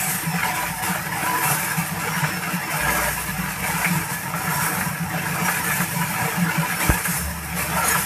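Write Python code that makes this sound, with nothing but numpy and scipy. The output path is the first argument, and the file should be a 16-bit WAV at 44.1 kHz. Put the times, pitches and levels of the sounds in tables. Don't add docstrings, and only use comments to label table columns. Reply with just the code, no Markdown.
import sys
import numpy as np
from scipy import signal
from scipy.fft import rfft, irfft
from scipy.io import wavfile
from scipy.ndimage import uniform_filter1d

SR = 44100
rng = np.random.default_rng(int(sys.argv[2]) if len(sys.argv) > 2 else 0)


def master(y):
    cut = np.clip(np.atleast_2d(y).T, -1, 1)
    pcm = np.round(cut * 32767)
    wavfile.write(sys.argv[1], SR, pcm.astype(np.int16))


N = 355005
T = np.arange(N) / SR
SLOW_T = T[::64]

# nearest point in seconds, time to draw away in seconds,
# then relative grinding, hiss and bite (treble gain), all in dB.
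PADDLE_PASSES = [(.58, 0.15, -28, -33.5, 2), (1.4, 0.29, -23, -29.5, -2), (2.23, .18, -25.5, -36, 2),
                 (3.03, 0.11, -22, -27.5, 0), (3.88, 0.21, -26, -30, 2), (4.65, 0.4, -24.5, -28, -4.5),
                 (5.49, 0.29, -25, -30.5, -0.5), (6.28, 0.41, -25, -33.5, 0), (6.97, .17, -35, -31, 0.5),
                 (7.94, 0.11, -23, -27, -0.5)]
# start and length in seconds, relative grinding and hiss in dB.
HEAP_SLIPS = [(-.03, 0.17, -34, -26), (0.332, .02, -27.5, -48), (0.422, .06, -28, -33),
              (0.543, 0.071, -29.5, -42), (0.814, 0.091, -25, -30.5), (1.424, .12, -45, -25),
              (1.606, 0.084, -28.5, -31), (1.757, .03, -30, -27.5), (1.985, 0.042, -30, -36),
              (2.404, .13, -28, -40), (2.693, 0.051, -29.5, -31), (3.158, 0.13, -31, -38),
              (3.358, 0.14, -31, -35.5), (3.623, .027, -34, -31.5), (4.089, 0.042, -29.5, -29),
              (4.34, .03, -30, -34), (5.088, 0.083, -27, -52), (5.444, .02, -26.5, -26),
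              (5.624, 0.2, -28.5, -27.5), (5.895, 0.14, -33, -31.5), (6.499, 0.22, -26, -33.5),
              (6.783, 0.09, -23, -29), (7.034, 0.12, -31.5, -26), (7.556, 0.059, -26, -30),
              (7.874, 0.018, -32, -23)]
# frequency in Hz, relative density in dB.
TRAY_SPECTRUM = [(60, -45.5), (200, -3), (280, -6), (450, -2.5), (750, 1), (1300, 2.5), (1900, -0.5),
                 (2400, -1), (2800, -7), (3300, -13.5), (4000, -15.5), (5500, -16), (8000, -17.5),
                 (14000, -49)]
BEAN_SPECTRUM = [(500, -12.5), (2000, 2.5), (3800, -11), (4800, -9.5), (5600, -4.5), (7200, -3.5),
                 (8300, 0), (10000, 1.5), (12000, 1), (14300, -1)]
DRUM_SPECTRUM = [(30, -41), (55, -14), (80, -14.5), (100, -5), (118, -8.5), (145, 0.5), (178, 3.5),
                 (195, -4.5), (212, -14.5), (270, -19), (380, -39), (900, -57)]
FAN_SPECTRUM = [(20, -35), (36, -6), (58, -1), (100, 23.5), (170, -4), (260, 3), (450, 11.5), (800, 11),
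                (1700, -20), (2600, 8), (3600, -11.5), (5500, 8), (9000, -13), (14000, 8.5)]
# centre in Hz, width in Hz, gain in dB (negative for a dead spot).
TRAY_RESONANCES = [(324, 33, 9.5), (374, 26.3, -20), (466, 42, 5), (521, 35, -12), (590, 24, 3.5),
                   (665, 31, -7.5), (755, 17, 7.5), (904, 70, 5.5), (987.7, 31, 9), (1087, 130, -6),
                   (1326, 39, 3), (1629, 67, 4), (1695, 69, 6.5), (2310, 43, 4), (2720, 30, 9)]
# time in seconds, relative level in dB, pitch in Hz.
DRUM_BOOMS = [(.071, -20, 158), (.271, -12, 163), (.336, -16, 170.4), (0.897, -16, 176), (1.451, -17, 158),
              (1.509, -15.5, 149), (1.78, -13, 167), (1.912, -17, 169.6), (2.165, -17.5, 171),
              (2.227, -12.5, 152), (2.538, -15, 176), (2.739, -21, 154), (2.835, -20.5, 156),
              (3.384, -14.5, 177), (3.861, -18, 172.5), (3.906, -11.5, 170.5), (3.962, -14.5, 162),
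              (4.35, -20, 169), (4.479, -16, 160), (5.008, -18, 172), (5.418, -14, 175.6),
              (5.799, -14.5, 176), (5.999, -17, 168), (6.379, -14, 177), (6.418, -10.5, 173),
              (6.46, -17, 171), (6.581, -11, 163), (7.079, -15.5, 173.4), (7.74, -16.5, 166)]
# time in seconds, level in dB.
DRUM_SHUDDER = [(0, -31.5), (.75, -35), (3.1, -34.5), (3.6, -31), (4.2, -35.5), (4.55, -29.5), (6.5, -32),
                (7.35, -34), (8.05, -30.5)]
# start in seconds, level in dB, ring pitch in Hz.
BEAN_SNAPS = [(2.238, -22, 1430), (3.846, -17, 2140), (4.338, -27.5, 1340), (4.519, -27, 991),
              (4.663, -22.5, 1260), (4.808, -21.5, 1760), (5.482, -19.5, 1310), (5.704, -21, 1730),
              (5.804, -22, 1290), (6.016, -26, 1620), (7.053, -22.5, 1490), (7.949, -19.5, 1280)]
# start in seconds, length in seconds, pitch in Hz, relative level in dB.
STEEL_SQUEAKS = [(0, 0.079, 7765, -30), (0, 0.24, 8250, -33), (0.398, 0.26, 749, -29.5),
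                 (0.515, 0.15, 991, -25.5), (0.762, 0.084, 740, -30), (1.24, 0.22, 991, -23.5),
                 (1.413, .14, 2680, -30), (1.46, .086, 11280, -30), (2.103, 0.083, 5630, -35),
                 (2.111, 0.09, 1610, -32), (2.734, 0.13, 603, -33), (2.826, 0.26, 1647, -28.5),
                 (2.997, .11, 597, -28), (4.104, .11, 1726, -30.5), (4.495, 0.21, 990, -27),
                 (5.438, .055, 5700, -33), (5.636, .17, 1737, -28), (7.758, 0.13, 1357, -23.5),
                 (7.827, 0.12, 6700, -27), (7.828, 0.1, 4150, -37), (7.879, 0.022, 9650, -19),
                 (7.903, 0.056, 1720, -20.5)]
# start in seconds, pitch in Hz, relative level in dB, T60 in seconds.
PANEL_HUMS = [(.58, 56, -45, 2), (2.8, 60.3, -31, 3.4), (7.169, 73.5, -31, 5.2)]
# time in seconds, pitch in Hz.
WHINE_PITCH = [(0, 5375), (.3, 5355), (.8, 5185), (1.48, 5145), (1.88, 5340), (2.8, 5378), (4.55, 5524),
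               (5.05, 5492), (5.65, 5528), (6.8, 5422), (7.15, 5370), (8.05, 5386)]
# peak time in seconds, half length in seconds, level in dB.
WHINE_FLARES = [(.34, .06, -43), (.83, .06, -43), (1.72, .05, -41), (2.306, 0.089, -41), (2.68, 0.15, -44),
                (4.58, .13, -39), (6.79, 0.074, -43), (7.208, 0.094, -45), (7.95, 0.18, -41.5)]


def grinding(effort, level_db=-0.5, judder_db=0.76, bite_hz=1900):
    taps = impacts(per_s=5000, spread_db=2.5) * amp(judder_db * drift(47))
    taps = patchy(taps, depth_db=4.0, length_s=0.05, width_hz=150)
    treble = signal.sosfiltfilt(signal.butter(4, bite_hz, "high", fs=SR, output="sos"), taps)
    bite = amp(curve(PADDLE_PASSES, column=4))
    drive = taps - treble + treble * bite
    return unit(colour(drive, TRAY_SPECTRUM, TRAY_RESONANCES)) * effort * amp(level_db)


def bean_hiss(flow, level_db=2.0, clump_db=1.36):
    ticks = impacts(per_s=15000, spread_db=1.5) * amp(clump_db * drift(27))
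    ticks = patchy(ticks, depth_db=2.15, length_s=0.07, width_hz=260)
    return unit(colour(ticks, BEAN_SPECTRUM)) * flow * amp(level_db)


def stirring(approach_s=0.38, hiss_swell_s=0.25, far_grind_db=-35.5, far_hiss_db=-37.5):
    grind, hiss = [], []
    for nearest_s, leave_s, grind_db, hiss_db, _ in PADDLE_PASSES:
        grind.append(amp(grind_db) * swell(nearest_s, approach_s, leave_s))
        hiss.append(amp(hiss_db) * swell(nearest_s, hiss_swell_s, hiss_swell_s))
    for start_s, length_s, grind_db, hiss_db in HEAP_SLIPS:
        slide = heap_slip(start_s, length_s)
        grind.append(amp(grind_db) * slide)
        hiss.append(amp(hiss_db) * slide)
    return power_sum(far_grind_db, grind), power_sum(far_hiss_db, hiss)


def heap_slip(start_s, length_s, attack_s=0.018, release_s=0.12):
    t = SLOW_T - start_s
    return np.clip(t / attack_s, 0, 1) * np.exp(-np.maximum(t - length_s, 0) / release_s)


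def drum(uneven_db=2.2, boom_db=-4, rise_s=0.019, lead_s=0.00787):
    jolts = impacts(per_s=500, spread_db=2) * amp(uneven_db * drift(11))
    out = unit(colour(jolts, DRUM_SPECTRUM)) * amp(curve(DRUM_SHUDDER))
    t = T[:SR // 4]
    envelope = (t / rise_s) ** 2 * np.exp(2 - 2 * t / rise_s)
    for at_s, db, hz in DRUM_BOOMS:
        add(out, at_s - lead_s, amp(db + boom_db) * envelope * np.sin(2 * np.pi * hz * t))
    return out


def knocks(t60_s=0.13, ring_width_hz=550, crack_gain=0.58):
    out, t = np.zeros(N), T[:SR // 5]
    for start_s, db, hz in BEAN_SNAPS:
        rattle = rng.standard_normal(len(t))
        ring = unit(resonate(rattle, hz, ring_width_hz))
        blow = (ring + crack_gain * rattle) * amp(-60 * t / t60_s)
        knock = colour(blow, TRAY_SPECTRUM, TRAY_RESONANCES)
        add(out, start_s, amp(db) * knock / np.std(knock[:SR // 100]))
    return out


def squeaks(level_db=-5.0, rough_db=3, shake_at_1khz_hz=15):
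    out = np.zeros(N)
    shake, roughness = drift(136), amp(rough_db * drift(70))
    for start_s, length_s, hz, db in STEEL_SQUEAKS:
        span = int(length_s * SR)
        offset = rng.integers(N - SR)
        pitch_hz = hz + shake_at_1khz_hz * np.sqrt(hz / 1000) * shake[offset:][:span]
        ring = np.sin(2 * np.pi * np.cumsum(pitch_hz) / SR) * roughness[offset:][:span]
        add(out, start_s, amp(db + level_db) * unit(ring * signal.windows.tukey(span, 0.5)))
    return out


def panel_hums(rise_s=0.013, waver_db=3.0):
    out = np.zeros(N)
    for start_s, hz, db, t60_s in PANEL_HUMS:
        envelope = amp(db - 60 * T / t60_s) * (1 - np.exp(-T / rise_s))
        add(out, start_s, envelope * np.sqrt(2) * np.sin(2 * np.pi * hz * T))
    return out * amp(waver_db * drift(8))


def microphone_bump(start_s=6.8965, wobble_hz=57, wobble_db=-7, rise_s=0.001, t60_s=0.11):
    out, t = np.zeros(N), T[:SR // 5]
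    envelope = amp(wobble_db - 60 * t / t60_s) * (1 - np.exp(-t / rise_s))
    add(out, start_s, envelope * np.sin(2 * np.pi * wobble_hz * t + np.pi / 5))
    for at_s, width_s, tap_db in [(6.8956, 0.00096, -4.5), (6.9021, 0.00019, -2.5)]:
        out -= amp(tap_db) * np.exp(-((T - at_s) / width_s) ** 2)
    return out


def fan(level_db=-38):
    return amp(level_db) * unit(colour(rng.standard_normal(N), FAN_SPECTRUM, TRAY_RESONANCES))


def motor_whine(steady_db=-51, jitter_ratio=0.0025, flutter_db=3):
    pitch_hz = curve(WHINE_PITCH) * (1 + jitter_ratio * drift(220))
    tone = np.sin(2 * np.pi * np.cumsum(pitch_hz) / SR)
    flutter = amp(flutter_db * drift(35))
    flares = [amp(db) * swell(peak_s, half_s, half_s) for peak_s, half_s, db in WHINE_FLARES]
    return unit(tone * flutter) * power_sum(steady_db, flares)


def impacts(per_s, spread_db):
    size = amp(spread_db * np.minimum(rng.exponential(1, N), 4))
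    return unit(size * rng.choice([-1, 1], N) * (rng.random(N) < per_s / SR))


def patchy(x, depth_db, length_s, width_hz):
    frames = dict(nperseg=1024, noverlap=768)
    hz, t, spectra = signal.stft(x, SR, **frames)
    field = rng.standard_normal(spectra.shape)
    for axis, span in enumerate([width_hz / hz[1], length_s / t[1]]):
        field = uniform_filter1d(field, max(round(span), 1), axis)
    return signal.istft(spectra * amp(depth_db * unit(field)), SR, **frames)[1][:N]


def colour(x, spectrum, modes=(), size=8192):
    hz = abs(np.fft.fftfreq(size, 1 / SR))
    points_hz, points_db = np.transpose(spectrum)
    db = np.interp(np.log(hz + 1), np.log(points_hz), points_db)
    for centre_hz, width_hz, gain_db in modes:
        db += gain_db / (1 + (2 * (hz - centre_hz) / width_hz) ** 2)
    response = np.exp(np.conj(signal.hilbert(np.log(amp(db)))))
    impulse = np.fft.ifft(response).real[:size // 2]
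    return signal.oaconvolve(x, impulse / np.linalg.norm(impulse))[:len(x)]


def resonate(x, hz, width_hz):
    pole = np.exp((2j * np.pi * hz - np.pi * width_hz) / SR)
    return signal.lfilter([1], [1, -pole], x).real


def swell(peak_s, before_s, after_s):
    away = np.minimum(abs(SLOW_T - peak_s) / np.where(SLOW_T < peak_s, before_s, after_s), 10)
    return np.exp(-away ** 2)


def power_sum(steady_db, envelopes):
    power = amp(steady_db) ** 2 + sum(envelope ** 2 for envelope in envelopes)
    return np.interp(T, SLOW_T, np.sqrt(power))


def drift(rate_hz):
    rolloff = np.exp(-(np.fft.rfftfreq(N, 1 / SR) / rate_hz) ** 2)
    return unit(irfft(rfft(rng.standard_normal(N)) * rolloff, N))


def curve(rows, column=1):
    rows = np.asarray(rows)
    return np.interp(T, rows[:, 0], rows[:, column])


def add(mix, start_s, sound):
    part = mix[max(round(start_s * SR), 0):][:len(sound)]
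    part += sound[:len(part)]


def amp(db):
    return 10 ** (np.asarray(db) / 20)


def unit(x):
    return x / np.sqrt(np.mean(x ** 2) + 1e-20)


def scene():
    effort, flow = stirring()
    tray = grinding(effort) + bean_hiss(flow) + drum() + knocks() + squeaks() + panel_hums()
    mono = tray + microphone_bump() + fan() + motor_whine()
    return np.array([mono, mono])


def record(dry, cutoff_hz=14270):
    taps = signal.firwin(1023, cutoff_hz, window=("kaiser", 9), fs=SR)
    return signal.oaconvolve(dry, taps[None], "same", axes=1)


dry = scene()
out = record(dry)
master(out)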